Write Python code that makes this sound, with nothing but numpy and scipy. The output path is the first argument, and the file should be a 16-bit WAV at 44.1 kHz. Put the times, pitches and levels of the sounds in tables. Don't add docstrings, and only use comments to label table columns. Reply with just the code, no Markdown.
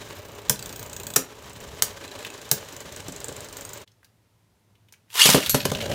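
import sys
import numpy as np
from scipy import signal
from scipy.fft import rfft, irfft, next_fast_len
from scipy.io import wavfile
from scipy.ndimage import uniform_filter1d

SR = 44100
rng = np.random.default_rng(int(sys.argv[2]) if len(sys.argv) > 2 else 0)


def inscribe(sig):
    pcm = np.round(np.clip(np.atleast_2d(sig).T, -1, 1) * 32767)
    wavfile.write(sys.argv[1], SR, pcm.astype(np.int16))


N = 261954
T = np.arange(N) / SR


# time_s, rumble_db, boom_db, fizz_db
ROLLING_LEVELS = [
    [(0.0, -43, -46.5, -43.5), (0.3, -44, -49.5, -50.5), (0.6, -45.5, -46, -49), (1.1, -43, -43.5, -50),
     (1.3, -46.5, -55, -51), (1.65, -45, -45, -47.5), (2.25, -42.5, -53.5, -45.5), (2.5, -45, -55.5, -46.5),
     (3.15, -45.5, -47, -46.5), (3.84, -45, -55.5, -47.5), (3.86, -64, -64, -59.5)],
    [(5.36, -9.5, -24, -24.5), (5.42, -29, -45, -22.5), (5.488, -77, -35, -32), (5.636, -49, -27, -28.5),
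     (5.792, -28, -34, -31.5), (5.94, -22, -27, -31.5)],
]
# pitch_hz, level_db
RUMBLE_TONE = [(140, -37), (230, -12), (285, -4), (324, -4), (407, -0.5), (561, -1.5), (612, -2.5),
               (775, -8), (1170, -6), (1280, -12), (1830, -14), (2720, -13.5), (3000, -13.5), (3900, -46.5),
               (6600, -120)]
LONE_RUMBLE_TONE = [(140, -39), (230, 4), (259, -30), (291, -6), (369, -7.5), (398, -4.5), (580, -0.5),
                    (862, -15), (2290, -21.5), (3000, -18.5), (3900, -36), (6600, -120)]
BOOM_TONE = [(18, -43.5), (30, -13), (72, -2.5), (96, 1), (140, -5), (209, -10), (230, -8.5), (300, -40),
             (510, -120)]
FIZZ_TONE = [(880, -34), (1500, 3), (2730, -4), (3020, 1), (3550, 0), (3920, 1.5), (4420, -3), (6940, -2.5),
             (8390, -9.5), (9180, -11), (15100, -15), (15900, -18.5), (16400, -40)]
def rolling_tips():
    tick_s = tick_times()
    alone = T > ROLLING_LEVELS[1][0][0]
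    tick_turns = np.interp(T, tick_s, np.arange(len(tick_s)))
    turns = np.where(alone, lone_turns(), tick_turns - 0.25)
    throb_db = np.where(alone, 3.5, 1.0) * np.cos(2 * np.pi * turns)
    wobble = evened(uniform_filter1d(uniform_filter1d(noise(N), 500), 500))
    press = gain_of(throb_db + 1.7 * wobble)
    boom = colour(press * noise(N), BOOM_TONE)
    fizz = colour(press ** 1.36 * grit(per_s=15000, size_db=1.3), FIZZ_TONE)
    shaking = colour(press * grit(per_s=3000, size_db=2.7), [(3000, 9), (15000, -11)])
    fizz += gain_of(-16.5) * shaken(shaking, struck(RING_NOTES, damping=1.1))
    out = np.zeros(N)
    for rows, tone in zip(ROLLING_LEVELS, (RUMBLE_TONE, LONE_RUMBLE_TONE)):
        rumble = colour(press * grit(per_s=9000, size_db=2.2), tone)
        rumble += gain_of(-9.5) * shaken(rumble, struck(BOWL_NOTES, damping=1.2))
        time_s, *levels_db = np.transpose(rows)
        for db, layer in zip(levels_db, (rumble, boom, fizz)):
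            out += gain_of(np.interp(T, time_s, db, left=-140, right=-140)) * layer
    return out


# first_tick_s, turn_s
SPINS = [(.0218, .0325), (.5256, .03328), (1.1773, .03508), (1.8569, .03664), (2.5304, .03889)]
def tick_times(slowing_s=.00008, round_end_s=3.83):
    ends = [row[0] for row in CLASHES] + [round_end_s]
    turn = np.arange(60)
    runs = [first_s + turn * turn_s + slowing_s * turn ** 2 / 2 for first_s, turn_s in SPINS]
    return np.concatenate([run[run < end] for run, end in zip(runs, ends)])


# time_s, turns_per_s
LONE_SPIN = [(5.4, 64), (5.94, 53)]
def lone_turns():
    return np.cumsum(np.interp(T, *np.transpose(LONE_SPIN))) / SR


# time_s, level_db, ring_offset_db, tock_offset_db
RATTLE = [(0, -47.5, -13, -12), (.15, -42.5, 1, -12), (.56, -34, -12, 10), (0.599, -21.5, -14, 0.5),
          (.8, -28, -6, -9.5), (0.921, -22.5, -13.5, -8), (1.14, -24, -8.5, -1), (1.3, -48.5, -14.5, -15),
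          (1.55, -31, -12.5, -10), (1.93, -43, -12.5, -19), (2.05, -36, -19.5, 8.5),
          (2.49, -30, -16.5, -3.5), (2.6, -40, -19.5, -20), (2.71, -28.5, -14, -22), (2.8, -24.5, -18, -7),
          (2.86, -47, -16, -20), (2.94, -27, -14, -20), (3.04, -26, -25, -15), (3.26, -19, -22, -17),
          (3.45, -22.5, -17, -25), (3.771, -27, -10, -16), (3.821, -38.5, -15, -27)]
# pitch_hz, level_db
TICK_TONE = [(3000, -34), (4000, -12), (5500, -13), (6600, -2), (7800, -2), (8800, -10), (10000, -22.5),
             (13000, -16.5), (16000, -25.5)]
# pitch_hz, level_db, ring_s
SEAT_NOTES = [(2600, -5.5, 0.017), (3500, -1.5, .014), (3970, -3, .02), (4700, -5.5, .012)]
def loose_part(mix, hops_s=(3.043, 3.324)):
    t = T[:800]
    time_s, knock_db, sing_db, tock_db = np.transpose(RATTLE)
    for s in tick_times():
        in_air = np.any(np.abs(s - np.array(hops_s)) < .01)
        db = np.interp(s, time_s, knock_db) - 13 * in_air + 2.1 * noise()
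        ring_db = np.interp(s, time_s, sing_db) + noise()
        late = np.maximum(t - rng.uniform(0.00041, 0.0023), 0)
        shape = (t / .0003) * np.exp(1 - t / .0003)
        shape += .35 * (late / .001) * np.exp(1 - late / .001)
        tick = shape * colour(noise(len(t)), np.multiply(TICK_TONE, [rng.uniform(1.0, 1.03), 1]))
        add(mix, s, gain_of(db + 0.5) * tick / np.abs(tick).max())
        ring = struck(RING_NOTES, spread_db=1.5, detune=0.0042, damping=1.8)
        add(mix, s, gain_of(db + ring_db) * ring)
        tock = fade_in(struck(SEAT_NOTES, spread_db=4.5, detune=.015), 0.00099)
        add(mix, s, gain_of(db + np.interp(s, time_s, tock_db)) * tock)
        nudge = struck(bowl_near(550, slope_db=3), spread_db=5.5, detune=0.062, damping=2.2)
        add(mix, s, gain_of(db - 14.5) * nudge)


# start_s, level_db, rise_s, scrape_s, clack_offset_db, thump_offset_db, ring_offset_db
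CLASHES = [(0.4959, -2.5, 0.00046, 0.0034, -19, -12, -9), (1.1602, -2, 0.0019, 0.0066, -8.5, -12.5, -10),
           (1.8223, -5, 0.00011, 0.0028, -13.5, -22.5, -9.5),
           (2.5135, -3.5, 0.00072, 0.0029, -24, -14.5, -6)]
# pitch_hz, level_db
CRACK_TONE = [(1350, -35.5), (2300, -7.5), (3280, -7), (3900, -2.5), (4450, -6), (6340, 1.5), (9820, -2),
              (11200, -3.5), (13800, -2.5), (15800, -13.5), (16500, -24.5)]
CLACK_TONE = [(300, -26.5), (500, 0), (800, -10), (1400, 0.5), (2300, -4.5), (3200, -26)]
# pitch_hz, level_db, ring_s
RING_NOTES = [(3117, -5, 0.07), (4030, -4.5, .08), (5940, -13.5, .12), (7060, -7, .09), (8370, -5.5, .1),
              (10400, -10.5, 0.11), (12100, -2, .13), (12030, -1, 0.08), (12800, -12, .1), (13470, -10, .1),
              (13850, 3, 0.12), (15300, -6, .15), (15480, -1, 0.14)]
def clashes(mix):
    t = T[:4000]
    for s, db, rise_s, scrape_s, clack_db, thump_db, ring_db in CLASHES:
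        shape = np.exp(-(t / scrape_s) ** 2) + 0.17 * np.exp(-t / 0.013)
        rims = colour(noise(len(t)), CRACK_TONE) + gain_of(clack_db) * colour(noise(len(t)), CLACK_TONE)
        add(mix, s, gain_of(db - 4) * fade_in(shape * rims, rise_s))
        ring = struck(RING_NOTES, spread_db=0.5, detune=.002, damping=1.7)
        add(mix, s, gain_of(db + ring_db) * ring)
        low_thump = struck(bowl_near(210, slope_db=2.5), spread_db=3, detune=0.12, damping=1.1)
        add(mix, s + .004, gain_of(db + thump_db - 5.5) * low_thump)
        short_thump = struck(BOWL_NOTES, spread_db=2.5, detune=.05, damping=2.6)
        add(mix, s + .002, gain_of(db + thump_db) * short_thump)


# time_s, level_db
CORD_PULL = [(5.09, -68), (5.105, -46), (5.144, -31.5), (5.152, -20.5), (5.18, -17.5), (5.2, -11),
             (5.228, -10.5), (5.26, -15), (5.34, -14.5), (5.379, -26), (5.42, -26), (5.471, -27),
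             (5.5, -72), (5.7, -69), (5.809, -38.5), (5.94, -40.5)]
# time_s, teeth_per_s, whine_offset_db, shell_offset_db
TEETH = [(5.14, 900, -11, -6), (5.18, 1130, -3, -18), (5.21, 2250, 1.5, 3), (5.245, 3500, 5.5, 7.5),
         (5.261, 2700, -3, -16), (5.28, 2500, 3, -21), (5.329, 1700, -7, -23), (5.38, 1200, -15, -11),
         (5.45, 1800, -30, 0)]
# pitch_hz, level_db
RASP_TONE = [(240, -53), (400, -23.5), (830, -20.5), (940, -9.5), (1550, -13), (2620, -12), (2830, -8.5),
             (3630, -8.5), (4450, -11.5), (6260, -11.5), (13400, -15), (15700, -23.5), (16400, -55)]
# pitch_hz, level_db, ring_s
SHELL_NOTES = [(2262, -6, .05), (2839, 4.5, 0.068), (3192, -4.5, .04), (3355, -0.5, 0.031), (4550, 4, 0.02)]
def rip_cord():
    time_s, teeth_per_s, whine_db, shell_db = np.transpose(TEETH)
    jitter = evened(uniform_filter1d(noise(N), 60))
    rate_hz = np.interp(T, time_s, teeth_per_s)
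    phase = 2 * np.pi * np.cumsum(rate_hz * (1 + .055 * jitter)) / SR
    whine = sum(gain_of(at_pitch(RASP_TONE, k * rate_hz) + 9) * np.sin(k * phase) for k in (1, 2, 3))
    snags = gain_of(2.4 * evened(uniform_filter1d(noise(N), 150)))
    rasp = colour(grit(per_s=15000, size_db=1.5), RASP_TONE)
    shell = shaken(grit(per_s=3500, size_db=4.3), struck(SHELL_NOTES))
    rasp += gain_of(np.interp(T, time_s, shell_db)) * shell
    pull = gain_of(np.interp(T, *np.transpose(CORD_PULL), left=-140))
    return pull * snags * (rasp + gain_of(np.interp(T, time_s, whine_db)) * whine)


# start_s, level_db, spot_hz, thump_offset_db, clatter_offset_db, clatter_s
BOUNCES = [(3.084, -38, 580, 5, 6, 0.0035), (3.315, -39.5, 503.4, -5.5, -18, 0.0047),
           (5.255, -11, 424, -9, 12, 0.015), (5.289, -5.5, 844, -25, 0, 0.03),
           (5.345, -3, 460, -5.5, -4.5, 0.019), (5.544, -7, 606, 2.5, -1, 0.015),
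           (5.653, -10, 427, -19, 4.5, 0.0051), (5.717, -14.5, 493, -7, 1.5, 0.0038)]
def bounces(mix, choke=4.24):
    t = T[:3000]
    for s, db, spot_hz, thump_db, clatter_db, clatter_s in BOUNCES:
        thud = struck(bowl_near(spot_hz, slope_db=9), spread_db=1, detune=0.013, damping=choke)
        floor = struck(bowl_near(208, slope_db=17), spread_db=4.1, detune=0.06, damping=choke)
        thud += gain_of(thump_db) * floor
        thud += gain_of(-17) * struck(BOWL_NOTES, spread_db=2, detune=.03, damping=1.2)
        thud[:len(t)] += gain_of(-3.5) * np.sin(2 * np.pi * 210 * t) * np.exp(-t / .004)
        add(mix, s, gain_of(db + 6.5) * fade_in(thud, 0.0003))
        clatter = np.exp(-t / clatter_s) * colour(noise(len(t)), RASP_TONE)
        add(mix, s, gain_of(db + clatter_db) * fade_in(clatter, 0.00018))


# pitch_hz, level_db, ring_s
BOWL_NOTES = [(107, -20, 0.28), (139.3, -0.5, 0.13), (187, -4, 0.15), (208, -4, 0.069), (283.6, -8.5, 0.17),
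              (395, -9.5, 0.25), (461.6, 0, 0.047), (545.6, -7, 0.21), (615, -8, 0.15), (801.5, -7.5, 0.11),
              (1011, -4.5, 0.096), (1192, -10.5, 0.12), (1346, -1.5, .05), (1546, 0, 0.071),
              (1770, -5.5, 0.057), (2110, -13.5, 0.064)]
def bowl_near(spot_hz, slope_db):
    return [(hz, db - slope_db * abs(np.log2(hz / spot_hz)), ring_s) for hz, db, ring_s in BOWL_NOTES]


# start_s, level_db, pitch_hz, snap_offset_db
KNOCKS = [(2.248, -18.5, 2450, -32), (3.876, -32, 3500, -33), (3.917, -43, 5400, -19.5),
          (4.0301, -38, 1670, -11.5), (4.045, -36.5, 4640, 3.5), (4.7532, -43.5, 2900, -22),
          (4.8856, -38.5, 2800, -7.5), (4.9239, -28.5, 6340, 0), (4.937, -30.5, 2410, -28.5),
          (5.0814, -47, 1980, -28), (5.1016, -28.5, 2691, -21), (5.1533, -14, 2800, 4),
          (5.3005, 5.5, 5460, 0), (5.4275, -7, 2700, -21), (5.461, -5.5, 3260, -1), (5.47, -11, 2800, 1),
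          (5.6027, -5.5, 3120, -15), (5.749, -9, 2900, -15), (5.804, -12.5, 2880, -23),
          (5.813, -9, 2870, -30), (5.904, -21, 1682, -12), (5.921, -12, 2770, -13)]
def plastic_knocks(mix, ring_s=0.036):
    t = T[:3000]
    for s, db, hz, snap_db in KNOCKS:
        notes = [(hz, 0, ring_s), (hz * 1.2, -5, ring_s), (hz * .8, -6, ring_s)]
        ring = struck(notes, spread_db=2, detune=.03, damping=1.5)[:len(t)]
        burst = colour(noise(len(t)), [(hz / 4, -25), (hz, 0), (hz * 3, -22)])
        snap = gain_of(snap_db) * noise(len(t))
        knock = .5 * ring + .45 * (burst + snap) * gain_of(-60 * t / ring_s)
        add(mix, s, gain_of(db) * fade_in(knock, .0004))


# start_s, level_db
PING = [(5.4949, 5)]
# pitch_hz, level_db, ring_s
PING_NOTES = [(4200, -14, .8), (4423, -14, .7), (4640, -17, .4), (11560, -7, .3), (11783, -5, .33),
              (7693, -10, .08), (8100, -14, .08), (8915, -20, .1), (11200, -12, .06), (11360, -10, .15),
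              (11950, -8, .07), (12130, -2, .09), (12380, -10, .08), (12620, -15, .4), (13180, -18, .27),
              (13480, -20, .2), (15500, -18, .1)]
def launcher_ping(mix):
    t = T[:2000]
    for s, db in PING:
        add(mix, s, gain_of(db - 4.5) * struck(PING_NOTES))
        add(mix, s, gain_of(db - 11.5) * np.exp(-t / 0.013) * colour(noise(len(t)), CRACK_TONE))
        add(mix, s, gain_of(db - 25) * np.exp(-t / 0.0049) * colour(noise(len(t)), CLACK_TONE))


# time_s, level_db
SKIP_LEVELS = [(5.72, -56), (5.75, -23), (5.79, -30), (5.85, -31), (5.9, -20), (5.94, -24)]
def skipping_top():
    skips = np.diff(np.floor(lone_turns()), prepend=0) * gain_of(1.46 * noise(N))
    drum = struck(bowl_near(570, slope_db=20), damping=1.3)
    drum += 0.81 * struck(bowl_near(128, slope_db=13), damping=1.5)
    return gain_of(np.interp(T, *np.transpose(SKIP_LEVELS), left=-140)) * shaken(skips, drum)


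# pitch_hz, fade_s
ECHO_TIMES = [(200, 0.3), (1400, 0.25), (3700, 0.23), (9700, 0.17)]
def room_echo(sound):
    echoes = np.zeros(SR // 2)
    slots = np.arange(100, len(echoes) - 20, 20)
    echoes[slots + rng.integers(0, 20, len(slots))] = rng.choice([-1., 1.], len(slots))
    hz, t, bands = signal.stft(echoes, SR, nperseg=256)
    dying = gain_of(-60 * t / at_pitch(ECHO_TIMES, hz)[:, None])
    tail = signal.istft(bands * dying, SR, nperseg=256)[1]
    return signal.fftconvolve(sound, tail / np.linalg.norm(tail))[:N]


# pitch_hz, level_db
QUIET_TONE = [(15, -65), (25, -37), (80, -12.5), (111, -3.5), (134, -22), (167, -15.5), (258, -23),
              (348, -23), (829, -29.5), (899, -26.5), (1120, -31.5), (15100, -43.5), (16400, -63.5)]
def quiet_room():
    return gain_of(-54) * colour(noise(N), QUIET_TONE)


def struck(notes, spread_db=0, detune=0, damping=1.):
    t = T[:SR // 3]
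    out = np.zeros(len(t))
    for k, (hz, db, ring_s) in enumerate(notes):
        level = gain_of(db + spread_db * noise() - 60 * damping * t / ring_s)
        pitch_hz = hz * (1 + detune * noise())
        out += (-1) ** k * level * np.sin(2 * np.pi * pitch_hz * t)
    return out / np.abs(out).max()


def shaken(pushes, ring):
    return evened(signal.fftconvolve(pushes, ring)[:N])


def grit(per_s, size_db):
    sizes = gain_of(size_db * np.minimum(rng.exponential(1, N), 5))
    return sizes * (rng.random(N) < per_s / SR) * noise(N)


def colour(sound, tone):
    size = next_fast_len(len(sound))
    gains = gain_of(at_pitch(tone, np.fft.rfftfreq(size, 1 / SR)))
    return evened(irfft(rfft(sound, size) * gains, size)[:len(sound)])


def at_pitch(table, hz):
    pitches, values = np.transpose(table)
    return np.interp(np.log(hz + 1), np.log(pitches + 1), values)


def noise(count=None):
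    return rng.standard_normal(count)


def fade_in(sound, rise_s):
    return sound * (1 - np.exp(-T[:len(sound)] / rise_s))


def gain_of(db):
    return 10 ** (np.asarray(db) / 20)


def evened(sound):
    return sound / np.sqrt(np.mean(sound ** 2) + 1e-20)


def add(mix, start_s, sound):
    part = mix[round(start_s * SR):][:len(sound)]
    part += sound[:len(part)]


def scene():
    hits = rip_cord()
    for add_to in (loose_part, clashes, bounces, plastic_knocks, launcher_ping):
        add_to(hits)
    bass_cut = signal.butter(2, 90, "high", fs=SR, output="sos")
    hits = signal.sosfilt(bass_cut, hits)
    quiet = quiet_room()
    return (hits + gain_of(-8) * room_echo(hits) + rolling_tips() + skipping_top() + quiet)[None]


# time_s, gain
FADE = [(0, 0.85), (3.82, 0.96), (3.85, 0.027), (3.86, 0.024), (3.875, 0.33)]
def record(dry, highest_hz=16400):
    faded = dry * np.interp(T, *np.transpose(FADE))
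    squashed = faded / (1 + (np.abs(faded) / 1.05) ** 6) ** (1 / 6)
    treble_cut = signal.firwin(511, highest_hz, window=("kaiser", 9), fs=SR)
    return signal.oaconvolve(squashed, treble_cut[None], "same")


dry = scene()
out = record(dry)
inscribe(out)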